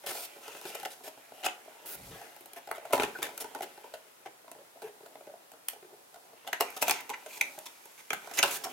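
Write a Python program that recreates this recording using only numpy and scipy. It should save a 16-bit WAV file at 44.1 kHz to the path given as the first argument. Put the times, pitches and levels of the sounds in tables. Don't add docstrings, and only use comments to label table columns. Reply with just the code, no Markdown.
import sys
import numpy as np
from scipy import signal
from scipy.fft import rfft, irfft, next_fast_len
from scipy.io import wavfile
from scipy.ndimage import uniform_filter1d, map_coordinates

SR = 44100
rng = np.random.default_rng(int(sys.argv[2]) if len(sys.argv) > 2 else 0)


def unload_wav(signal):
    wavfile.write(
        sys.argv[1],
        SR,
        np.round(np.clip(np.atleast_2d(signal).T, -1, 1) * 32767).astype(np.int16),
    )


N = 384552
TIME = np.arange(N) / SR


def undb(db):
    return 10 ** (np.asarray(db) / 20)


def unit(x):
    return x / np.sqrt(np.mean(x ** 2) + 1e-20)


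def at_peak(x, db):
    power = uniform_filter1d(np.mean(x, axis=0) ** 2, SR // 250)
    return x * undb(db) / np.sqrt(power.max() + 1e-20)


def add(out, x, s):
    i = max(int(s * SR), 0)
    part = x[:, :max(N - i, 0)]
    out[:, i:i + part.shape[1]] += part


def colour(x, points):
    hz, db = np.transpose(points)
    size = next_fast_len(x.shape[-1])
    f = np.maximum(np.fft.rfftfreq(size, 1 / SR), 1)
    gain = undb(np.interp(np.log(f), np.log(hz), db))
    return irfft(rfft(x, size) * gain, size)[..., :x.shape[-1]]


# [f/Hz, relative level/dB]
ROOM_NOISE = [(20, -42), (60, -32), (110, -14), (200, -11), (400, -5), (700, -4.5), (1200, -8),
              (2500, -13.5), (6000, -16.5), (11000, -14.5), (16000, -19)]
ROOM_NOISE_DB = -62


def air():
    mid, side = colour(rng.standard_normal((2, N)), ROOM_NOISE)
    side = colour(side, [(100, -8.0), (600, 2.5), (1500, 2.0), (8000, 1.0)])
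    return undb(ROOM_NOISE_DB) * (mid + np.outer([1, -1], side)) / np.std(mid)


def rumble(centre_s=2.075, width_s=0.097, db=-53):
    noise = colour(rng.standard_normal(N), [(20, -18), (60, -1), (150, 3.5), (240, -4.5), (500, -15), (3000, -70)])
    swell = np.exp(-((TIME - centre_s) / width_s) ** 2)
    return undb(db) * unit(noise) * swell


# [f/Hz, relative level/dB, t60/s]
ROOM_TAIL = [(150, -2, 0.57), (400, -3.5, 0.29), (900, -0.5, 0.29), (1800, 0, 0.27), (5330, -3.5, 0.26),
             (9400, -5, 0.24), (14800, -8, 0.16)]


def room(dry, wet_db=-3, build_s=0.00076, table_db=-11, table_s=.0029, wall_db=-16, wall_s=0.014):
    t = np.arange(SR * 2 // 3) / SR
    hz, db, t60 = np.transpose(ROOM_TAIL)
    f = np.maximum(np.fft.rfftfreq(len(t), 1 / SR), 1)
    mid, side = rfft(rng.standard_normal((2, len(t))))
    width = np.minimum(f / 1700, 1)
    noise = (mid + np.outer([1, -1], width * side)) / np.sqrt(1 + width ** 2)
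    response = np.zeros((2, len(t)))
    for share, band_db, band_t60 in zip(np.eye(len(hz)), db, t60):
        decay = 1000 ** (-t / band_t60) * (1 - np.exp(-t / build_s))
        band = irfft(noise * np.interp(np.log(f), np.log(hz), share), len(t))
        response += undb(band_db + wet_db) * band * decay / np.linalg.norm(decay)
    response[:, 0] += 1
    response[[0, 1], [int(table_s * SR), int(table_s * SR) + 3]] += undb(table_db)
    response[[0, 1], [int(wall_s * SR), int(wall_s * 1.02 * SR)]] += undb(wall_db)
    return signal.fftconvolve(dry, response, axes=1)[:, :N]


def ring(force, modes, main_hz=None, main_db=7, main_sustain=1.32, detune=0.035, apart=.1,
         thud=0.38, thud_share=0.44, sustain=1):
    hz, db, t60 = np.transpose(modes)
    t = np.arange(SR // 16) / SR
    nearest = np.argmin(np.abs(hz - main_hz)) if main_hz else -1
    lead = np.arange(len(hz)) == nearest
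    strayed_hz = hz * (1 + detune * rng.standard_normal(len(hz)))
    hz = np.where(lead, main_hz or 0, strayed_hz)
    t60 = t60 * np.where(lead, main_sustain, 1) * max(sustain, .1)
    decay = 1000 ** (-t / t60[:, None])
    fast_decay = decay ** (1 / max(thud_share, .05))
    waves = np.sin(2 * np.pi * hz[:, None] * t) * (decay + thud * fast_decay)
    lean = rng.choice([-1, 1], len(hz)) * np.where(lead, .25, 1)
    sides = 1 + apart * np.outer([1, -1], lean)
    gains = undb(db + main_db * lead) * (-1) ** np.arange(len(hz)) * sides
    return signal.fftconvolve(force[None], gains @ waves, axes=1)[:, :len(force)]


def grains(size, rate, spread_db):
    chance = rng.random(size) < rate / SR
    strength = undb(spread_db * np.minimum(rng.exponential(size=size), 4))
    return chance * strength * rng.choice([-1, 1], size)


# [f/Hz, relative level/dB]
COATING = [(1200, -72), (2600, -1), (4000, 2.5), (5200, 3), (6400, 0.5), (7800, 1.5), (10000, 2.5),
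           (12500, 3.5), (15500, -3), (17000, 3)]


def crackle(force, envelope, tilt=0, scatter=0.76, pivot_hz=8000, peaky_db=0):
    diffuse = unit(rng.standard_normal((2, len(force))) * envelope)
    points_hz, points_db = np.transpose(COATING)
    hz = np.geomspace(1200, 17000, 36)
    db = np.interp(np.log(hz), np.log(points_hz), points_db)
    db = db + tilt * np.clip(np.log2(hz / pivot_hz), -1, 1)
    db = db + peaky_db * rng.uniform(-1.0, 1, len(hz))
    return colour(unit(force) + scatter * diffuse, np.column_stack([hz, db]))


# [t/s, peak level/dB before radiation and room]
TABLE_BUMPS = [(2.937, -54), (2.998, -26), (3.036, -28.5), (3.234, -38.5), (3.607, -41)]
# [f/Hz, relative level/dB, t60/s]
TABLE_TOP = [(42, 5, 0.088), (129, -0.5, 0.064), (220, -2, 0.071), (424, 8, 0.056)]


def bumps(contact_s=0.0018):
    out = np.zeros((2, N))
    push = np.exp(-np.arange(SR // 10) / SR / max(contact_s, 1e-4))
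    for s, db in TABLE_BUMPS:
        thump = ring(np.diff(push, prepend=0), TABLE_TOP, apart=0.042)
        add(out, at_peak(thump, db), s)
    return out


# [t/s, box level/dB, flap level/dB, skin hiss level/dB]
GRIP_LEVELS = [(0.0, -32, -62, -54.5), (0.14, -64, -56.5, -55), (0.44, -55, -68, -52.5),
               (0.73, -59.5, -74, -48.5), (1.14, -67, -70, -58.5), (1.85, -55.5, -65.5, -58),
               (2.06, -57, -64, -47.5), (2.5, -62.5, -69, -60), (2.69, -67, -68, -64),
               (2.86, -53.5, -64, -56), (3.08, -48, -59.5, -50), (3.89, -60.5, -68, -58),
               (4.27, -76, -75, -67), (5.05, -61, -76, -59.5), (5.56, -69.5, -76, -66),
               (6.19, -66, -84, -60.5), (6.53, -67, -63, -67), (6.66, -51.5, -54, -54),
               (6.771, -53, -59.5, -53), (7.14, -58, -67, -58), (7.45, -52.5, -66, -50.5),
               (7.8, -63.5, -67.5, -57), (8.11, -72, -71, -56.5), (8.26, -49.5, -58.5, -53),
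               (8.55, -53, -61.5, -50), (8.72, -41.5, -56, -50)]
# [f/Hz, relative level/dB, t60/s]
BOX = [(126.5, -23, 0.14), (256, -10, 0.051), (290.6, -7, 0.044), (408.6, -5, 0.059), (527.3, -3.5, 0.054),
       (576, -5, 0.062), (680, 0, 0.027), (800, -1, 0.044), (880, -0.5, 0.035), (950, 0.5, 0.0071)]
# [f/Hz, relative level/dB, t60/s]
FLAPS = [(1275, -9, 0.026), (1505, -4.5, 0.024), (1740, 2, 0.0089), (1988, 0, 0.013), (2400, -4, 0.016),
         (2817, -3.5, 0.016), (3140, 1, 0.0068), (3570, -3.5, 0.0092), (5380, -11.5, 0.0063),
         (6530, -10, 0.015)]
# [f/Hz, level/dB]
SOFT_TOUCH = [(30, -26), (80, -32), (160, -2.5), (300, -2), (650, -3), (1000, -2.5), (1600, 2),
              (16000, -5.5)]
CREEP_RATE, SCRATCH_RATE = 170, 900


def grip(box_db=-3, hiss_db=-6, unrest_db=3):
    s, *columns = np.transpose(GRIP_LEVELS)
    box, flap, hiss = (undb(np.interp(TIME, s, c)) for c in columns)
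    size = SR // 6
    half = size // 2
    hold = np.pad(np.sqrt(np.hanning(size)), (0, half))
    out = np.zeros((2, N))
    for i in range(0, N, half):
        middle = min(i + half, N - 1)
        creep = hold * grains(len(hold), rate=CREEP_RATE, spread_db=2.5)
        scratch = hold * grains(len(hold), rate=SCRATCH_RATE, spread_db=2.0)
        box_ring = unit(ring(creep, BOX, detune=0.065, apart=0.24, sustain=0.84))
        flap_ring = unit(ring(scratch, FLAPS, detune=0.092, apart=0.34, sustain=0.44))
        sound = undb(box_db) * box[middle] * box_ring + flap[middle] * flap_ring
        add(out, sound * undb(unrest_db * rng.uniform(-1.17, 0)), i / SR)
    skin = grains(N, rate=2500, spread_db=2.5)
    return colour(out, SOFT_TOUCH) + undb(hiss_db) * hiss * unit(crackle(skin, 1, scatter=1.0))


FLEX_SHARE = .055


def flex(x):
    size = x.shape[1]
    bend = unit(uniform_filter1d(rng.standard_normal(size), size=160))
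    slide = np.cumsum(bend - uniform_filter1d(bend, size=1500))
    read_at = np.arange(size) + FLEX_SHARE * slide
    return np.array([map_coordinates(side, [read_at]) for side in x])


SPOT_DB = 4.5


def stroke(length_s, box_db, flap_db, hiss_db, box_hz, flap_hz, tilt, ring_db, edge, judder_db, grain_db,
           rise_db=0, snag_db=14, sustain=0.64):
    size = max(int(length_s * SR), SR // 200)
    pressure = signal.windows.tukey(size, edge) * undb(rise_db * np.linspace(0, 1, size))
    pressure = np.pad(pressure, (0, SR // 20))
    pressure *= undb(judder_db * unit(uniform_filter1d(rng.standard_normal(len(pressure)), size=300)))
    coarse = pressure * grains(len(pressure), rate=900, spread_db=2.0)
    fine = pressure * grains(len(pressure), rate=7600, spread_db=grain_db)
    snags = undb(snag_db) * pressure * grains(len(pressure), rate=230, spread_db=2.0)
    box = ring(coarse, BOX, box_hz, main_db=ring_db, detune=0.045, apart=0.038, sustain=sustain)
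    flap = ring(fine + snags, FLAPS, flap_hz, main_db=ring_db, detune=0.046, apart=0.34, sustain=sustain)
    hiss = crackle(fine, pressure, tilt, scatter=1.0, peaky_db=SPOT_DB)
    sound = undb(box_db) * unit(box)
    sound += undb(flap_db) * unit(flex(flap))
    sound += undb(hiss_db) * unit(hiss)
    return sound * np.sqrt(size / len(pressure))


# [start t/s, end t/s, box level/dB, flap level/dB,
# hiss level/dB, ring of that wall f/Hz, main flap ring f/Hz, hiss tilt/dB per octave]
SKIN_RUBS = [(0.058, 0.121, -46, -45, -39.5, 1000, 1700, 1),
             (0.11, 0.27, -54.5, -57.5, -43, 690, 2360, 1.5),
             (0.409, 0.613, -62, -55, -57.5, 880, 2660, -1.5),
             (0.604, 0.85, -57.5, -55, -58, 448, 2790, -2), (0.66, 0.714, -60, -59, -49.5, 400, 2980, -2),
             (0.901, 0.944, -61, -59, -51, 670, 1700, -0.5),
             (1.032, 1.094, -53, -55.5, -50.5, 540, 1720, 1),
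             (1.851, 1.964, -58, -57.5, -43.5, 400, 1500, 4.5), (2.104, 2.177, -54, -56, -67, 400, 1690, 3),
             (2.17, 2.275, -56, -59.5, -67, 734, 1680, -6),
             (2.559, 2.589, -48.5, -52.5, -52.5, 680, 1660, 2),
             (2.747, 2.775, -55, -51.5, -56, 710, 2100, 3), (3.399, 3.428, -47, -50, -39.5, 644, 3300, 2.5),
             (3.618, 3.645, -49, -48, -45.5, 387, 1670, 3), (4.55, 4.623, -58.5, -72, -83, 618, 1700, 2),
             (4.814, 4.891, -50, -59, -61, 424, 1626, 6), (5.704, 5.74, -70, -73, -61, 704, 2700, 1),
             (5.889, 5.965, -58, -81, -85, 377, 1700, -8), (6.22, 6.348, -66.5, -76, -85, 680, 1700, 2),
             (8.502, 8.579, -49, -46, -41, 950, 1620, 0)]
RUB_GRIT_DB = 5


def rubs(ring_db=3.0, edge=0.22, judder_db=-1.0):
    out = np.zeros((2, N))
    for start, end, box, flap, hiss, box_hz, flap_hz, tilt in SKIN_RUBS:
        sound = stroke(end - start, box, flap, hiss, box_hz, flap_hz, tilt, ring_db, edge, judder_db, RUB_GRIT_DB)
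        add(out, sound, start)
    return out


# [start t/s, length/s, settled pitch f/Hz, level/dB before its swell]
SKIN_SQUEAKS = [(3.145, 0.029, 1500, -39), (4.828, 0.045, 425, -37.5)]


def squeaks(waver=0.021, sharp=0.89, settle_s=0.0029):
    out = np.zeros((2, N))
    for start, length, hz, db in SKIN_SQUEAKS:
        size = max(int(length * SR), SR // 200)
        drift = unit(uniform_filter1d(rng.standard_normal(size), size=120))
        onset = sharp * np.exp(-np.arange(size) / SR / max(settle_s, 1e-4))
        pitch_hz = hz * (1 + onset + waver * drift)
        note = unit(np.sin(2 * np.pi * np.cumsum(pitch_hz) / SR))
        add(out, np.tile(undb(db) * np.hanning(size) * note, (2, 1)), start)
    return out


CATCH_S = .005
FLAP_SUSTAIN = 1.15


def strike(box_db, flap_db, crackle_db, box_hz, flap_hz, ring_db, tilt, contact_s, lead_s, sustain, fibres=1.0):
    t = (np.arange(SR // 16) - int(CATCH_S * SR)) / SR
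    envelope = np.exp(-np.abs(t) / np.maximum(np.where(t < 0, lead_s, contact_s), 1e-4))
    crunch = grains(len(t), rate=9000, spread_db=6.0) * envelope
    force = fibres * crunch / np.linalg.norm(crunch)
    release = t == 0
    push = force + release
    box = ring(push, BOX, box_hz, main_db=ring_db, detune=0.055, apart=0.022, sustain=sustain)
    flap = ring(push, FLAPS, flap_hz, main_db=ring_db, main_sustain=FLAP_SUSTAIN,
                detune=0.079, apart=0.47, sustain=sustain)
    coating = crackle(force + 0.28 * release, envelope, tilt, scatter=0.99, peaky_db=SPOT_DB)
    return at_peak(box, box_db) + at_peak(flap, flap_db) + at_peak(coating, crackle_db)


# [t/s, box level/dB, crackle level/dB, ring of that wall f/Hz, contact time/s]
FINGER_PATS = [(0.04, -44, -61, 590, 0.00088), (0.152, -41.5, -52, 715, 0.0023),
               (0.173, -45, -46, 520, 0.0037), (0.364, -50, -78, 435, 0.0014),
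               (0.48, -43, -47, 880, 0.0041), (0.55, -47, -56, 950, 0.0022), (0.568, -49, -52, 880, 0.0039),
               (0.614, -51, -49, 960, 0.0013), (0.654, -37.5, -47, 400, 0.005),
               (0.703, -48, -55, 695, 0.0031), (0.753, -41, -45, 674, .003), (0.8, -48, -47, 830, 0.0024),
               (0.831, -38.5, -47, 790, 0.004), (0.858, -33.5, -42, 765, 0.0015),
               (1.008, -52, -70, 700, .002), (1.076, -42, -58, 640, 0.0045), (1.176, -50, -76, 700, 0.0012),
               (1.321, -44, -66, 630, 0.0048), (1.679, -46, -82, 630, 0.0029),
               (2.215, -44.5, -56, 770, 0.0033), (2.674, -42.5, -54, 800, 0.0033),
               (2.689, -43, -63, 680, 0.0056), (2.782, -40, -55, 646, 0.00074),
               (2.853, -38.5, -54.5, 731, 0.0065), (2.908, -39, -58, 680, 0.0072),
               (2.946, -38, -50, 704, .003), (2.955, -48, -37, 670, .003), (2.966, -37, -54, 784, .003),
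               (2.979, -29, -42, 960, 0.0022), (3.188, -41.5, -52, 385, 0.0045),
               (3.29, -43, -55, 630, 0.0044), (3.444, -37.5, -49.5, 880, .003),
               (3.55, -36, -42, 880, 0.0018), (3.56, -37, -63, 880, 0.0024), (3.589, -46, -58, 690, .0015),
               (3.608, -33, -51, 730, 0.00088), (3.631, -39.5, -45, 400, 0.0028),
               (3.777, -46.5, -61, 840, 0.0023), (3.843, -41, -65, 900, 0.0013),
               (3.939, -38, -49, 680, 0.0088), (4.26, -39.5, -58, 802, 0.0071),
               (4.446, -55, -79, 680, 0.00086), (4.48, -48.5, -64, 680, 0.0011),
               (4.515, -49, -65, 680, 0.0021), (4.551, -53, -72, 577, 0.0014),
               (4.588, -49.5, -78, 580, 0.00088), (4.76, -50, -85, 646, 0.0013),
               (4.771, -52, -80, 674, 0.002), (4.82, -45.5, -51.5, 680, 0.0082),
               (5.006, -48.5, -75, 400, 0.0018), (5.032, -47.5, -74, 412, 0.0032),
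               (5.061, -48, -57, 670, .004), (5.156, -43.5, -63, 629, 0.00083),
               (5.208, -46.5, -79, 650, 0.0016), (5.27, -43, -70, 626, 0.0039),
               (5.298, -44.5, -81, 602, 0.00075), (5.339, -43.5, -82, 670, 0.0019),
               (5.537, -53.5, -61, 680, 0.0022), (5.734, -47, -55, 660, 0.0024),
               (5.761, -49, -74, 423, .002), (5.827, -49.5, -68, 380, 0.0049), (5.848, -50, -73, 374, .001),
               (5.936, -52.5, -80, 590, 0.00078), (6.144, -51.5, -55, 680, 0.0018),
               (6.16, -48, -62, 720, 0.0026), (6.332, -53.5, -76, 680, .002), (6.448, -52, -80, 650, .002),
               (6.485, -39.5, -54, 800, .004), (7.106, -32.5, -55, 860, 0.003),
               (7.262, -40.5, -51, 629, 0.0049), (7.413, -38, -38.5, 456, 0.0037),
               (7.579, -40.5, -67, 624.5, 0.0026), (8.274, -40, -56, 739, 0.0048),
               (8.313, -42.5, -51, 810, 0.0044), (8.48, -37.5, -43, 1030, 0.004),
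               (8.657, -37, -62, 739, 0.0073), (8.669, -38.5, -64, 704, 0.0055)]


def pats(flap_db=-4, flap_hz=1500, tilt=-0.51, lead_s=0.001, ring_db=6.0, sustain=0.61):
    out = np.zeros((2, N))
    for s, box, crack, box_hz, contact_s in FINGER_PATS:
        flap = (box + crack) / 2 + flap_db
        sound = strike(box, flap, crack, box_hz, flap_hz, ring_db, tilt, contact_s, lead_s, sustain)
        add(out, sound, s - CATCH_S)
    return out


# [from t/s, main box ring f/Hz]
FREE_WALLS = [(0, 741.2), (2.6, 892), (3.6, 731), (6.89, 900), (8.0, 1020)]


def free_wall_hz(s):
    starts, hz = np.transpose(FREE_WALLS)
    return hz[np.sum(starts[1:] <= s)]


# [t/s, peak crackle level/dB before radiation and room]
NAIL_TICKS = [(0.065, -39), (2.364, -51), (2.409, -50.5), (2.459, -48.5), (2.534, -45.5), (3.378, -36.5),
              (3.623, -53), (4.516, -44.5), (5.518, -50), (6.704, -45), (7.008, -44.5), (7.589, -41),
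              (7.856, -49.5), (8.643, -38)]


def ticks(box_db=-52, flap_db=-11, flap_hz=2700, tilt=5, contact_s=0.0019, lead_s=0.0011, ring_db=3, sustain=0.55):
    out = np.zeros((2, N))
    for s, db in NAIL_TICKS:
        sound = strike(box_db, db + flap_db, db, free_wall_hz(s), flap_hz, ring_db, tilt, contact_s, lead_s, sustain)
        add(out, sound, s - CATCH_S)
    return out


# [start t/s, end t/s, box level/dB, flap level/dB,
# hiss level/dB, main flap ring f/Hz, rise in pressure over the stroke/dB, how far the main rings stand out/dB]
CARD_SCRAPES = [(0.747, 0.757, -43, -50, -43, 2560, -7, 3.5), (0.85, 0.855, -39, -36.5, -42.5, 2560, 2, -3),
                (1.332, 1.426, -58.5, -63, -60.5, 2900, 8, 11), (1.427, 1.438, -45, -44, -53, 2870, 9, 6),
                (1.443, 1.468, -36, -34, -35.5, 2620, 9, 8), (2.924, 2.996, -41, -44.5, -39, 2600, -20, 9),
                (2.998, 3.057, -47, -46, -45, 1820, -2, 2),
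                (3.218, 3.274, -45.5, -43.5, -46.5, 1740, -9, 3.5),
                (4.252, 4.275, -48, -54, -71, 2190, -5, 4.5), (6.466, 6.48, -50, -55, -56, 3140, 0, 6),
                (6.6, 6.629, -32.5, -38.5, -40, 2610, -12, 6), (6.764, 6.779, -43, -45.5, -43, 1300, 4, 12),
                (6.813, 6.833, -38, -40.5, -35, 2400, 13, 8),
                (6.862, 6.916, -36, -36, -38.5, 2450, 18, 3.5),
                (6.925, 7.021, -50.5, -47.5, -55, 2204, -4, 4),
                (7.093, 7.104, -37.5, -44.5, -42.5, 2330, 9, 6),
                (7.28, 7.385, -77, -56, -52.5, 2400, 10, 13), (7.656, 7.671, -51, -47.5, -45.5, 3750, 6, 6),
                (7.975, 8.013, -67, -56.5, -59, 2230, 9, 3), (8.335, 8.377, -70, -50, -46, 2900, -1, 5),
                (8.372, 8.398, -40.5, -33.5, -33, 2600, 4.5, -1),
                (8.436, 8.525, -48, -46, -46.5, 2440, 4, 4), (8.635, 8.654, -45, -44, -42, 5350, 8, 16)]
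SCRAPE_JUDDER_DB, SCRAPE_GRIT_DB = 1.8, 5.5


def scrapes(tilt=-0.3, edge=0.13):
    out = np.zeros((2, N))
    for start, end, box, flap, hiss, flap_hz, rise_db, ring_db in CARD_SCRAPES:
        sound = stroke(end - start, box, flap, hiss, free_wall_hz(start), flap_hz,
                       tilt, ring_db, edge, SCRAPE_JUDDER_DB, SCRAPE_GRIT_DB, rise_db)
        add(out, sound, start)
    return out


# [t/s, box level/dB, flap level/dB,
# crackle level/dB, main flap ring f/Hz, contact time/s, crackle tilt/dB per octave,
# share of the ring time that the fingers leave]
EDGE_SNAPS = [(1.444, -37, -36.5, -58, 2990, 0.0011, 0, 0.46),
              (1.455, -47, -39, -46, 2450, 0.0028, 3, 0.45),
              (1.466, -34.5, -36.5, -46, 3140, 0.0013, 3, 0.5),
              (1.486, -43, -37, -53, 3000, 0.0013, 0, 0.45),
              (2.714, -31, -35, -35, 1870, 0.0015, 4.5, 0.41),
              (2.933, -17, -30, -29, 2810, 0.0022, 2, 0.67),
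              (2.999, -30.5, -27, -41, 1624, 0.0012, 1, 0.52),
              (3.008, -31, -37, -48, 1590, 0.0013, -5, 0.62),
              (3.022, -28.5, -36, -43, 1470, 0.0015, -3, 0.4),
              (3.035, -36, -30, -35.5, 1660, 0.00077, -3, 0.38),
              (3.039, -38, -33.5, -48, 1730, 0.0026, -11, 0.62),
              (3.229, -51, -31, -28.5, 3640, .002, 6.5, 0.88),
              (5.686, -52, -39.5, -27, 2650, 0.0013, 4.5, 0.17),
              (6.475, -41, -40.5, -43.5, 2950, 0.0066, -3, 0.63),
              (6.531, -34.5, -26.5, -34, 1900, 0.002, -2.5, 0.59),
              (6.609, -21.5, -34.5, -25.5, 2100, 0.00094, 1, 0.57),
              (6.825, -23, -28, -25, 2596, 0.0034, 4, 0.63),
              (6.882, -28, -31.5, -30, 2635, 0.0046, 5, 0.55), (6.896, -28, -30, -30, 2360, 0.0011, 1, 0.5),
              (6.91, -34, -37, -26.5, 2410, .002, -1, 0.58),
              (8.105, -33.5, -28, -43, 2400, 0.0029, -1, 0.66),
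              (8.132, -32.5, -30, -33, 1510, 0.0049, 5, 0.36),
              (8.389, -33, -23.5, -37, 1470, 0.0043, 2, 0.73),
              (8.429, -27.5, -20.5, -26, 2820, 0.0012, -5, 0.65),
              (8.436, -24, -23, -27.5, 1470, 0.0035, 0, 1), (8.447, -32, -44, -47, 2400, 0.0016, -2, 0.81),
              (8.46, -43, -50, -46, 1510, 0.0018, -2, 0.57)]


def snaps(lead_s=0.001, ring_db=6.5):
    out = np.zeros((2, N))
    for s, box, flap, crack, flap_hz, contact_s, tilt, sustain in EDGE_SNAPS:
        sound = strike(box, flap, crack, free_wall_hz(s), flap_hz, ring_db, tilt, contact_s, lead_s, sustain)
        add(out, sound, s - CATCH_S)
    return out


CREAK_S, CREAK_LENGTH_S, CREAK_DB, CREAK_HZ = 7.1315, 0.0184, -37.5, 2100
CREAK_SLIPS_PER_S = 440


def creak(jitter=.14, ring_db=11, sustain=0.29):
    count = 12
    slips_s = np.cumsum(np.exp(jitter * rng.standard_normal(count))) / CREAK_SLIPS_PER_S
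    force, out = np.zeros(SR // 10), np.zeros((2, N))
    force[(slips_s * SR).astype(int)] = np.sin(np.pi * np.minimum(slips_s / CREAK_LENGTH_S, 1))
    knocks = ring(force, FLAPS, CREAK_HZ, main_db=ring_db, sustain=sustain)
    add(out, at_peak(knocks, CREAK_DB), CREAK_S)
    return out


# [multiple of the pitch, relative level/dB]
FOLD_PARTIALS = [(1, -1.5), (1.6, -16), (2.7, -18)]
POP_S, POP_DB, POP_FROM_HZ, POP_TO_HZ = 7.41, -20.5, 2730, 2010
POP_GIVE_S, POP_STOP_S = .0032, .0007


def hinge_pop(crackle_db=-13):
    out = np.zeros((2, N))
    t = np.arange(SR // 40) / SR
    swell = np.minimum(t / POP_GIVE_S, 1) * np.exp(-np.maximum(t - POP_GIVE_S, 0) / POP_STOP_S)
    pitch_hz = np.interp(t, [0, POP_GIVE_S + 2 * POP_STOP_S], [POP_FROM_HZ, POP_TO_HZ])
    phase = 2 * np.pi * np.cumsum(pitch_hz) / SR
    knock = swell * sum(undb(db) * np.sin(k * phase) for k, db in FOLD_PARTIALS)
    fibres = crackle(swell * grains(len(t), rate=13000, spread_db=4), swell)
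    add(out, at_peak(unit(knock) + undb(crackle_db) * unit(fibres), POP_DB), POP_S)
    return out


# [f/Hz, level/dB]
THIN_COLOUR = [(60, -3.5), (160, -1), (320, -2.5), (650, -3), (950, 0.5), (1500, -0.5), (2600, 0.5),
               (3900, 0), (6300, 3.5), (10000, 1), (16000, 2)]
THINS_S, THINNING_S = 6.4, 0.43


def thinning(box):
    thinned = np.clip((TIME - THINS_S) / THINNING_S, 0, 1)
    return (1 - thinned) * box + thinned * colour(box, THIN_COLOUR)


# [f/Hz, level/dB]
PANEL_RADIATION = [(20, -20), (60, -20.5), (120, -8.5), (250, -0.5), (16000, 2)]
# [t/s, right minus left level/dB]
HANDS_PLACE = [(0, -0.3), (1.8, 0), (2.8, -0.5), (5.2, -0.5), (6.7, 0), (7.5, 0), (8.4, 1.5)]


def scene(lag_s=1.3e-5):
    skin = pats() + rubs() + squeaks() + grip()
    card = snaps() + hinge_pop() + ticks() + scrapes() + creak()
    left, right = colour(thinning(skin + card) + bumps(), PANEL_RADIATION)
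    size = next_fast_len(N)
    lag = np.exp(-2j * np.pi * np.fft.rfftfreq(size, 1 / SR) * lag_s)
    right = irfft(rfft(right, size) * lag, size)[:N]
    pan = undb(np.interp(TIME, *np.transpose(HANDS_PLACE)) / 2)
    return room(np.array([left / pan, right * pan])) + rumble() + air()


TOP_HZ = 15900


def record(dry):
    return signal.sosfilt(signal.ellip(8, .2, 70, TOP_HZ, fs=SR, output="sos"), dry)


dry = scene()
out = record(dry)
unload_wav(out)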